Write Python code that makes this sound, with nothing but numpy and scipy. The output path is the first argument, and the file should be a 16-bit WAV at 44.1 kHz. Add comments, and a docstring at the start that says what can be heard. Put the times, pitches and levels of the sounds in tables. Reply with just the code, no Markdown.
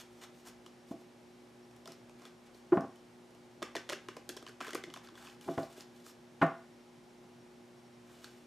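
"""Sliding cards hiss, then snap: a deck of large cards is cut, riffled and squared by hand in a small quiet room.
Each snap is a short burst of noise ringing the pile, the smacking face, the card and its edge.
The deck knocks dully on a cloth-covered table: a boom of squeezed air and a clatter of table-top modes.
Strokes are swelling band-passed noise; decaying noise gives the echoes of the room.
Behind lie shaped room noise, the hum of an appliance and thin whines, one of which throbs."""
import sys
import numpy as np
from scipy import signal
from scipy.fft import rfft, irfft, next_fast_len
from scipy.io import wavfile

SR = 44100
rng = np.random.default_rng(int(sys.argv[2]) if len(sys.argv) > 2 else 0)


def store_pcm(level_fs):
    """Save levels as 16-bit WAV."""
    pcm = np.round(np.clip(level_fs, -1, 1) * 32767).astype(np.int16)
    wavfile.write(sys.argv[1], SR, np.atleast_2d(pcm).T)


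N = 373086

SOFT_DB = -45   # level of a soft snap or landing; harder ones rasp more or are brighter

# Cards snapping; part levels are re the snap level. Columns: t/s, snap level/dB, pile f/Hz, pile level/dB,
# smack f/Hz, smack level/dB, ring f/Hz, ring level/dB, edge level/dB
CARD_SNAPS = [(0.484, -47, 360, -10, 1180, -16, 2680, -25, -9),
              (0.662, -44.5, 364, -16, 1130, -12, 3060, -12, -23),
              (1.711, -54, 353, -16, 980, -21, 2580, -18, -19),
              (1.763, -56, 355, -21, 899, -18, 3360, -19, -10),
              (1.857, -42, 676, -15, 980, -16, 3400, -14, -21),
              (1.875, -40.5, 355, -18, 1250, -11.5, 5010, -13.5, -19),
              (1.92, -42.5, 343, -16, 1230, -19, 5170, -16, -17),
              (2.095, -48.5, 361, -27, 840, -11.5, 2400, -19, -19),
              (2.219, -55.5, 360, -6, 1100, -4.5, 5630, -12, -26),
              (2.253, -44.5, 465, -12.5, 1310, -12, 3380, -11.5, -21),
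              (2.546, -55.5, 366, -9, 880, -21, 4240, -11, -17),
              (2.808, -40.5, 734, -3, 910, -29, 5100, -20.5, -25),
              (2.958, -51.5, 367, -13, 1050, -20, 3130, -16, -17),
              (3.307, -58, 361, -8, 972, -14, 5570, -18, -16),
              (3.349, -55, 358, -11, 888, -19, 2800, -14, -17),
              (3.62, -45, 556, 5, 1060, -35, 3320, -7.5, -41),
              (3.626, -27, 384, -11.5, 1190, -9.5, 3650, -19, -30),
              (3.752, -39.5, 685, -4, 840, 0.5, 4070, -26, -20),
              (3.756, -33, 467, -6.5, 1800, -14, 4380, -14, -23),
              (3.765, -32.5, 383, -7.5, 1740, -6.5, 3300, -9.5, -30),
              (3.891, -36, 570, -11, 1340, -8, 3030, -8, -25),
              (3.897, -30.5, 610, -12.5, 2030, -10.5, 3250, -11.5, -19),
              (3.903, -33, 550, -9.5, 966, -10.5, 2300, -23, -31),
              (3.921, -36, 580, -8.5, 1240, -11, 3600, -14, -24),
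              (3.926, -34, 610, -13, 1120, -9, 2820, -37, -18),
              (3.931, -31.5, 365, -9, 1650, -9.5, 2660, -11, -50),
              (4.086, -36, 400, -8.5, 1160, -7, 2760, -14.5, -32),
              (4.167, -37, 440, -8, 955, -11, 5040, -21, -25),
              (4.291, -35, 402, -10, 1470, -15, 3260, -12.5, -8),
              (4.298, -44.5, 360, -1, 1570, -4.5, 2580, -7.5, -31),
              (4.366, -40, 326, -9, 1030, -12.5, 5200, -12, -19),
              (4.371, -38, 378, -12.5, 1620, -14.5, 3330, -14, -22),
              (4.426, -44.5, 379, -6, 1080, -10, 3280, -17, -21),
              (4.465, -41, 736, -21, 1090, -9.5, 2860, -11, -38),
              (4.476, -48, 318, -30, 1630, -6, 2980, -10, -22),
              (4.485, -45, 680, -19, 1680, -13, 4700, -13, -24),
              (4.492, -46, 374, -7, 1530, -10, 2620, -26, -16),
              (4.605, -41, 726, -5.5, 1150, -1.5, 3040, -10, -32),
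              (4.611, -38.5, 387, -11.5, 1100, -2, 2920, -12, -36),
              (4.616, -37.5, 337, -11, 1140, -12, 2820, -23, -33),
              (4.624, -42, 356, -11, 1610, -6, 2730, -22, -20),
              (4.647, -40, 361, -34, 1650, -6.5, 2440, -27, -17),
              (4.668, -37, 457, -17, 1150, -10, 3040, -24, -22),
              (4.681, -38, 418, -8, 1560, -12, 3070, -13, -30),
              (4.691, -43, 322, -12, 1240, -5.5, 3240, -17, -19),
              (4.706, -36.5, 358, -18, 1570, -11, 3220, -16, -21),
              (4.732, -36, 373, -9.5, 1960, -9.5, 3100, -11.5, -22),
              (4.748, -32, 318, -5.5, 1430, -18, 5450, -29, -10.5),
              (4.752, -36.5, 500, -3.5, 1200, -1, 4960, -9.5, -31),
              (4.838, -39, 368, -8, 2050, -6.5, 3460, -10.5, -26),
              (4.901, -51, 358, -17, 1130, -8, 3050, -5.5, -40),
              (4.939, -39.5, 370, -18, 1100, -9.5, 3200, -11, -16.5),
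              (4.961, -40, 684, -11, 1170, -10, 2740, -16.5, -36),
              (4.972, -44.5, 358, -14, 980, -7.5, 3480, -15, -19),
              (5.072, -49.5, 358, -21, 1550, -7.5, 4550, -12, -31),
              (5.087, -51, 358, -23, 1090, -5, 3330, -9, -28),
              (5.153, -53.5, 339, -22, 1040, -5, 3400, -6.5, -38),
              (5.177, -54, 355, -10, 1540, -2, 3140, -20, -32),
              (5.259, -55, 320, -21, 1700, -7, 3100, -5, -27),
              (5.271, -47, 320, -18, 1040, -10, 2600, -8.5, -32),
              (5.276, -51, 314, -25, 1250, -9, 4750, -16, -27),
              (5.285, -52, 323, -23, 1110, -14, 2590, -8, -21),
              (5.298, -55, 361, -22, 1640, -18, 3190, -6, -31),
              (5.411, -44, 358, -26, 853, -18, 2940, -16, -18),
              (5.579, -44.5, 640, -12, 1910, -6, 3100, -11, -36),
              (5.631, -38.5, 636, -4.5, 1070, -24, 4640, -18.5, -32),
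              (5.778, -43.5, 353, -6, 937, -21, 2600, -24, -25),
              (5.807, -47.5, 377, -24, 1140, -26, 5100, -5.5, -23),
              (6.064, -48.5, 370, -10, 1260, -8, 5000, -16, -13),
              (6.466, -35, 660, -2, 1010, -26, 2530, -31, -35),
              (8.243, -40, 353, -23, 1460, -11, 3960, -11.5, -19.5)]
CRACKLE_S, CRACKLE_SPREAD_OCTAVES = 0.002, 0.4   # median decay constant and its spread
PILE_WIDTH_HZ, SMACK_WIDTH_HZ, RING_WIDTH_RATIO = 125, 340, 0.19   # ring width as a share of its pitch
PAPER_DB, PAPER_DB_PER_DB = -4, 0.25   # broad rasp re the ringing in a soft snap; growth with snap level
PAPER_ROOM_DB = 7   # the rasp spreads every way, so the room hears more of it than of the ringing
SNAP_LEVEL_S = 0.008   # snap levels are rms over this time


def snaps():
    """Impulsive excitation of resonators: a tick and dying crackle ring the pile, smack, card and edge."""
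    out = np.zeros((2, N + SR))   # as heard close by, and as sent into the room
    t = np.arange(SR // 20) / SR
    for s, level_db, pile_hz, pile_db, smack_hz, smack_db, ring_hz, ring_db, edge_db in CARD_SNAPS:
        length = CRACKLE_S * 2 ** (CRACKLE_SPREAD_OCTAVES * rng.standard_normal())
        shape = (1 - np.exp(-t / 0.00054)) * np.exp(-t / length)
        bursts = rng.standard_normal((2, len(t))) * (0.5 + rng.exponential(1.0, len(t))) * shape
        bursts[:, SR // 3000] += [5, 2.5]   # the edge lets go
        rasp, flex = (colourless(burst, length) for burst in bursts)
        parts = [(pile_hz, PILE_WIDTH_HZ, pile_db, [240, 750]),
                 (smack_hz, SMACK_WIDTH_HZ, smack_db, [750, 2600]),
                 (ring_hz, RING_WIDTH_RATIO * ring_hz, ring_db, [2100, 6000])]
        paper_db = PAPER_DB + PAPER_DB_PER_DB * (level_db - SOFT_DB)
        paper_gains = from_db(paper_db + np.array([0, PAPER_ROOM_DB]))
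        snap = np.zeros((2, len(t)))
        for hz, width_hz, db, band_hz in parts:
            ringing = narrow(flex, hz, width_hz)
            paper = evened(butter(rasp, band_hz, "band"))
            mixes = [evened(ringing + gain * paper) for gain in paper_gains]
            snap += from_db(db) * np.array(mixes)
        bright = butter(butter(rasp, 4700, "high"), 21000, "low", order=1)
        edge = from_db(edge_db) * evened(bright)
        level = from_db(level_db) * np.sqrt(SNAP_LEVEL_S * SR)
        out[:, round(s * SR):][:, :len(t)] += level * (snap - edge)
    return out[:, :N]


# Resonant modes of the table top. Columns: f/Hz, width/Hz, level/dB
TABLE_MODES = [(161, 26, 18), (277.4, 11, 14.5), (341, 12, 11.5), (411, 52, 14.5), (527, 22, 6),
               (585, 11, 7.5), (667, 11, 13), (718, 35, 9.5), (807, 50, 8), (895, 49, 2), (972, 85, 6.5),
               (1109, 29, 8), (1185, 35, 4), (1353, 66, 6.5), (1448, 42, 6.5), (1834, 34, 5.5),
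               (2060, 35, -4), (2630, 110, -16), (2740, 80, -8), (3120, 190, -3)]
# Deck knocking on the table. Columns: t/s, boom peak level/dB, boom f/Hz, boom rise/s,
# clatter peak level/dB, f/Hz of the best-rung region, landing rise/s
DECK_KNOCKS = [(0.91, -30.5, 240, 0.0037, -36.5, 750, 0.0022),
               (0.939, -37.5, 277, 0.0029, -52, 650, 0.0044), (1.872, -69, 347, 0.02, -45, 855, 0.0039),
               (2.7197, -15.5, 352, 0.0087, -23, 1100, 0.006), (2.733, -37, 354, 0.006, -33.5, 744, 0.0042),
               (2.771, -19.5, 208, 0.0026, -22, 850, 0.0019), (2.812, -52, 302, 0.0024, -38, 850, 0.0044),
               (2.839, -32, 243, 0.0018, -36.5, 650, 0.0035), (4.871, -48, 351, 0.0094, -44.5, 400, 0.0031),
               (5.119, -50.5, 348, 0.0058, -64, 400, 0.0033), (5.462, -48, 258, 0.0044, -43.5, 402, 0.0027),
               (5.478, -38, 362, 0.018, -25.5, 544, 0.0041), (5.498, -34, 326, 0.0045, -42, 480, 0.0037),
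               (5.577, -24, 280, 0.00085, -24, 634, 0.0022),
               (6.414, -23, 274.8, 0.012, -13.5, 1390, 0.0057)]
SPOT_DB = 3   # where the deck lands favours one region of modes: loss an octave away
SOFT_TOP_HZ, DB_PER_OCTAVE = 726, 24.5   # clatter cutoff of a soft landing; level rise that doubles it


def knocks():
    """Air-cushion and modal radiation: squeezed air booms; card edges landing in turn ring the table top."""
    boom, rattle = np.zeros((2, N + SR))
    t = np.arange(SR // 3) / SR
    for s, boom_db, boom_hz, rise, clatter_db, spot_hz, landing_s in DECK_KNOCKS:
        swell = (t / rise * np.exp(1 - t / rise)) ** 2
        landing_swell = (t / landing_s * np.exp(1 - t / landing_s)) ** 0.81
        landing = colourless(rng.standard_normal(len(t)) * landing_swell, 2 * landing_s)
        rung = np.zeros(len(t))
        for k, (hz, width_hz, db) in enumerate(TABLE_MODES):
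            spot_loss_db = SPOT_DB * min(np.log2(hz / spot_hz) ** 2, 3)
            sign = (-1) ** k   # neighbouring modes have opposite signs
            rung += sign * from_db(db - spot_loss_db) * evened(resonate(landing, hz, width_hz))
        contact = 4.5 * evened(butter(landing, 4300, "low"))
        top_hz = SOFT_TOP_HZ * 2 ** ((clatter_db - SOFT_DB) / DB_PER_OCTAVE)
        clatter = butter(rung + contact, top_hz, "low", order=3)   # the cloth dulls the contact
        start = round(s * SR)
        boom[start:][:len(t)] += from_db(boom_db) * swell * np.sin(2 * np.pi * boom_hz * t)
        rattle[start:][:len(t)] += from_db(clatter_db) * peak_one(clatter)
    return boom[:N], rattle[:N]


# Cards sliding over each other. Columns: middle t/s, half length/s, hiss level/dB,
# body level/dB re hiss, body centre/octaves above 1 kHz
CARD_STROKES = [(.0, 0.03, -54, -0.7, 1.15), (0.176, 0.078, -70, -4, 0.9), (0.233, 0.025, -60.5, 6, 0.71),
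                (0.39, 0.069, -68.5, -12, 0.8), (0.476, 0.031, -56, -0.5, 0.38),
                (0.906, 0.048, -68, -12, 0.9), (1.01, 0.019, -68.5, -5, 0.65),
                (1.916, 0.04, -73, 8.5, 0.65), (2.23, 0.064, -69.5, 5, 0.4), (2.469, 0.017, -72, 4, 0.8),
                (2.57, 0.046, -70, -6, 0.87), (2.753, 0.044, -69, -11, 0.8), (4.67, 0.075, -64, 7, 0.53),
                (5.05, 0.024, -65, 4.5, 0.3), (5.246, 0.12, -64.5, 2.5, 0.48),
                (5.485, 0.085, -62, -0.8, 0.86), (5.612, 0.073, -61, 1, 0.53),
                (5.719, 0.045, -64.5, -1.5, 0.86), (5.795, 0.042, -58.5, -1.3, 0.69),
                (5.994, 0.089, -72, -4, 0.8), (6.081, 0.045, -57.5, -6.8, 0.44),
                (6.424, 0.021, -57.5, -5, 1.4), (8.1, 0.07, -74.5, 0.4, 0.8),
                (8.265, 0.21, -69, -0.5, 1.04)]
CARD_MODES_HZ, MODE_PATCHY_DB = (860, 3500), 2.5   # range of card ringing and its random level spread
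STROKE_EDGE_DB, BODY_FALL_DB = 0.5, 5.5   # edge re hiss; loss of the body an octave off its centre


def slide():
    """Stick-slip friction: catching paper fibres make grainy noise that rings the card in each stroke."""
    t = np.arange(N) / SR
    catches = (rng.random(N) < 700 / SR) * rng.exponential(1, N)   # about 700 stronger grains a second
    grains = rng.standard_normal(N) * (1 + 1.5 * catches)
    grains = grains * from_db(2.2 * drift(60))
    hiss = rms_one(butter(grains, [2400, 9100], "band"))
    edge = rms_one(butter(grains, [6500, 18700], "band"))
    modes_hz = np.geomspace(*CARD_MODES_HZ, num=8)
    modes = []
    for hz in modes_hz:
        patchy = grains * from_db(MODE_PATCHY_DB * drift(25))
        modes.append(rms_one(resonate(patchy, hz, 0.15 * hz)))
    modes = np.array(modes)
    out = np.zeros(N)
    for middle, half, db, body_db, centre in CARD_STROKES:
        span = slice(max(int((middle - half) * SR), 0), int((middle + half) * SR))
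        octaves_off = np.log2(modes_hz / 1000) - centre
        share = evened(from_db(-BODY_FALL_DB * octaves_off ** 2))
        body = from_db(body_db) * share @ modes[:, span]
        sound = hiss[span] + from_db(STROKE_EDGE_DB) * edge[span] + body
        swell = np.cos(np.pi / 2 * np.clip((t[span] - middle) / half, -1, 1))
        out[span] += from_db(db) * swell * sound
    return out


# Reverberation time of the room. Columns: f/Hz, time to fall by 60 dB/s
ROOM_DECAY = [(125, 0.23), (500, 0.26), (2000, 0.4), (6000, 0.25), (14000, 0.14)]
FIRST_ECHO_S = 0.0017   # time scale on which the echoes build up


def room(x):
    """Diffuse reverberation: two independent noises stand for dense echoes, each octave decaying at its rate."""
    t = np.arange(SR // 2) / SR
    edges_hz = 60 * 2.0 ** np.arange(9)
    echoes = np.zeros((2, len(t)))
    for low, high in zip(edges_hz, edges_hz[1:]):
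        decay = from_db(-60 * t / at_hz(ROOM_DECAY, np.sqrt(low * high)))
        echoes += butter(rng.standard_normal((2, len(t))), [low, high], "band") * decay
    echoes = echoes * (1 - np.exp(-(t / FIRST_ECHO_S) ** 2))
    echoes = echoes / np.sqrt(np.sum(echoes[0] ** 2))
    return signal.fftconvolve(x[None], echoes, axes=1)[:, :N]


# Spectrum of the room noise, relative. Columns: f/Hz, level/dB per Hz
AIR_SPECTRUM = [(15, -46), (25, -32), (92, -26), (114, -12), (206, -14.5), (236, -15), (326, -13.5),
                (363, -14.5), (451, -16.5), (531, -16.5), (624, -17.5), (796, -19), (1160, -24),
                (5730, -34), (16000, -44)]
# Difference between the two channels of the room noise. Columns: f/Hz, side level/dB re mid
AIR_WIDTH = [(30, -1), (70, -16), (180, -8.5), (550, -6.5), (1650, -5.5), (4970, -9), (15000, -12.5)]
AIR_DB = -61.5   # rms of the mid signal


def room_noise():
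    """Shaped random noise: a common mid and an independent side of opposite sign in the two channels."""
    mid = coloured(rng.standard_normal(N), lambda hz: at_hz(AIR_SPECTRUM, hz))
    side = coloured(rng.standard_normal(N), lambda hz: at_hz(AIR_SPECTRUM, hz) + at_hz(AIR_WIDTH, hz))
    return from_db(AIR_DB) / np.std(mid) * (mid + side * [[1], [-1]])


# Harmonics of the mains hum. Columns: f/Hz, mean rms level/dB
HUM_TONES = [(120.1, -74.5), (240.2, -62.5), (360.3, -63.5)]


def appliance_hum():
    """Harmonic radiation at multiples of the mains: steady tones whose levels waver a little."""
    t = np.arange(N) / SR
    hum = np.zeros(N)
    for hz, db in HUM_TONES:
        tone = np.sqrt(2) * np.sin(2 * np.pi * (hz * t + rng.random()))
        hum += from_db(db + 1.1 * drift(5.7)) * tone
    return hum


# Narrow whines. Columns: f/Hz, width of each of two resonances/Hz, rms level/dB
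WHINE_BANDS = [(66, 6, -82), (578, 10, -83), (818, 30, -77), (2250, 60, -87), (3093, 8, -91)]


def whines():
    """Narrow-band filtering: noise passed through sharp resonances is heard as unsteady pitches."""
    noise = rng.standard_normal(N)
    out = np.zeros(N)
    for hz, width_hz, db in WHINE_BANDS:
        band = resonate(resonate(noise, hz, width_hz), hz, width_hz)
        out += from_db(db) * rms_one(band)
    return out


THROB_HZ, THROB_PER_S, THROB_PEAK_S = 5567, 13.34, 7.485   # pitch, mean throb rate, nominal time of a crest
THROB_DB = -78.5   # mean crest level


def throbbing_whine():
    """Amplitude modulation: a thin high tone throbs as a squared cosine with wandering phase and level."""
    t = np.arange(N) / SR
    turn = THROB_PER_S * (t - THROB_PEAK_S) + 0.06 * drift(1.5)
    level = from_db(THROB_DB + 3.4 * drift(5.6))
    return level * np.cos(np.pi * turn) ** 2 * np.sin(2 * np.pi * THROB_HZ * t)


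def background():
    """Superposition: room noise, appliance hum and whines add linearly."""
    return room_noise() + appliance_hum() + whines() + throbbing_whine()


def from_db(db):
    """Logarithmic level: decibels to amplitude gain."""
    return 10 ** (np.asarray(db) / 20)


def rms_one(x):
    """Power normalisation: scaled to unit rms."""
    return x / np.sqrt(np.mean(x ** 2) + 1e-20)


def evened(x):
    """Energy normalisation: scaled to unit energy, so every part gets the strength it is given."""
    return x / np.sqrt(np.sum(x ** 2) + 1e-20)


def peak_one(x):
    """Peak normalisation: scaled to a peak of one."""
    return x / (np.abs(x).max() + 1e-20)


def at_hz(points, hz):
    """Logarithmic pitch axis: reads a table by interpolating over log frequency."""
    points = np.array(points)
    return np.interp(np.log(hz), np.log(points[:, 0]), points[:, 1])


def coloured(x, gain_db):
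    """Spectral shaping: multiplies the spectrum of x by a gain in dB over frequency."""
    size = next_fast_len(N)
    hz = np.maximum(np.fft.rfftfreq(size, 1 / SR), 1)
    return irfft(rfft(x, size) * from_db(gain_db(hz)), size)[..., :N]


def drift(rate_hz):
    """Low-passed random motion: slow chance with unit rms, computed at every 40th sample."""
    r = np.exp(-80 * np.pi * rate_hz / SR)
    noise = rng.standard_normal(N // 40 + 2002)
    slow = signal.lfilter([1], [1, -2 * r, r * r], noise)[2000:]   # the settling time is dropped
    return np.interp(np.arange(N) / 40, np.arange(len(slow)), rms_one(slow))


def resonate(x, hz, width_hz):
    """Damped resonance: one pole pair with gain near 1 at its top."""
    r = np.exp(-np.pi * width_hz / SR)
    zeros = np.array([1, 0, -1]) * (1 - r * r) / 2
    poles = [1, -2 * r * np.cos(2 * np.pi * hz / SR), r * r]
    return signal.lfilter(zeros, poles, x + 1e-18)


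def narrow(x, hz, width_hz):
    """Cascaded resonance: applied twice for steeper skirts, then unit energy."""
    return evened(resonate(resonate(x, hz, width_hz), hz, width_hz))


def butter(x, hz, kind, order=2):
    """Maximally flat filtering: a Butterworth filter."""
    return signal.sosfilt(signal.butter(order, hz, kind, fs=SR, output="sos"), x + 1e-18)


def colourless(burst, length):
    """Spectral whitening: many small contacts have no colour of their own; the burst is kept short."""
    spectrum = rfft(burst)
    size = np.abs(spectrum)
    flat = irfft(spectrum / (size + 0.1 * size.mean()), len(burst))
    return flat * np.exp(-np.arange(len(burst)) / SR / (5 * length))


ROOM_DB, BOOM_ROOM_DB, RATTLE_ROOM_DB = -7, -1.5, -1.5   # all echoes; boom and rattle sent into the room
MIC_LOW_CUT_HZ = 100


def scene():
    """Direct and reverberant fields: hands in the middle; a near-field boom push stirs the room less."""
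    boom, rattle = knocks()
    near, spread = snaps()
    sliding = slide()
    direct = near + rattle + sliding + boom
    sent = spread + sliding + from_db(RATTLE_ROOM_DB) * rattle + from_db(BOOM_ROOM_DB) * boom
    alike, unlike = from_db(ROOM_DB) * room(sent)
    # both ports hear the room much alike: only a weak, high-passed part differs
    side = butter(unlike, 1800, "high", order=1) * from_db(-11.0)
    close = direct + alike + side * np.array([[1], [-1]])
    return butter(close, MIC_LOW_CUT_HZ, "high", order=3) + background()


MIC_TOP_HZ, CUTOFF_HZ = 11940, 16300   # start of the droop; everything above the cutoff is 70 dB down


def record(dry):
    """Band limitation: the microphone droops in the top octave, and a steep filter cuts the top."""
    heard = butter(dry, MIC_TOP_HZ, "low")
    return signal.sosfilt(signal.cheby2(12, 70, CUTOFF_HZ, fs=SR, output="sos"), heard)


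dry = scene()
out = record(dry)
store_pcm(out)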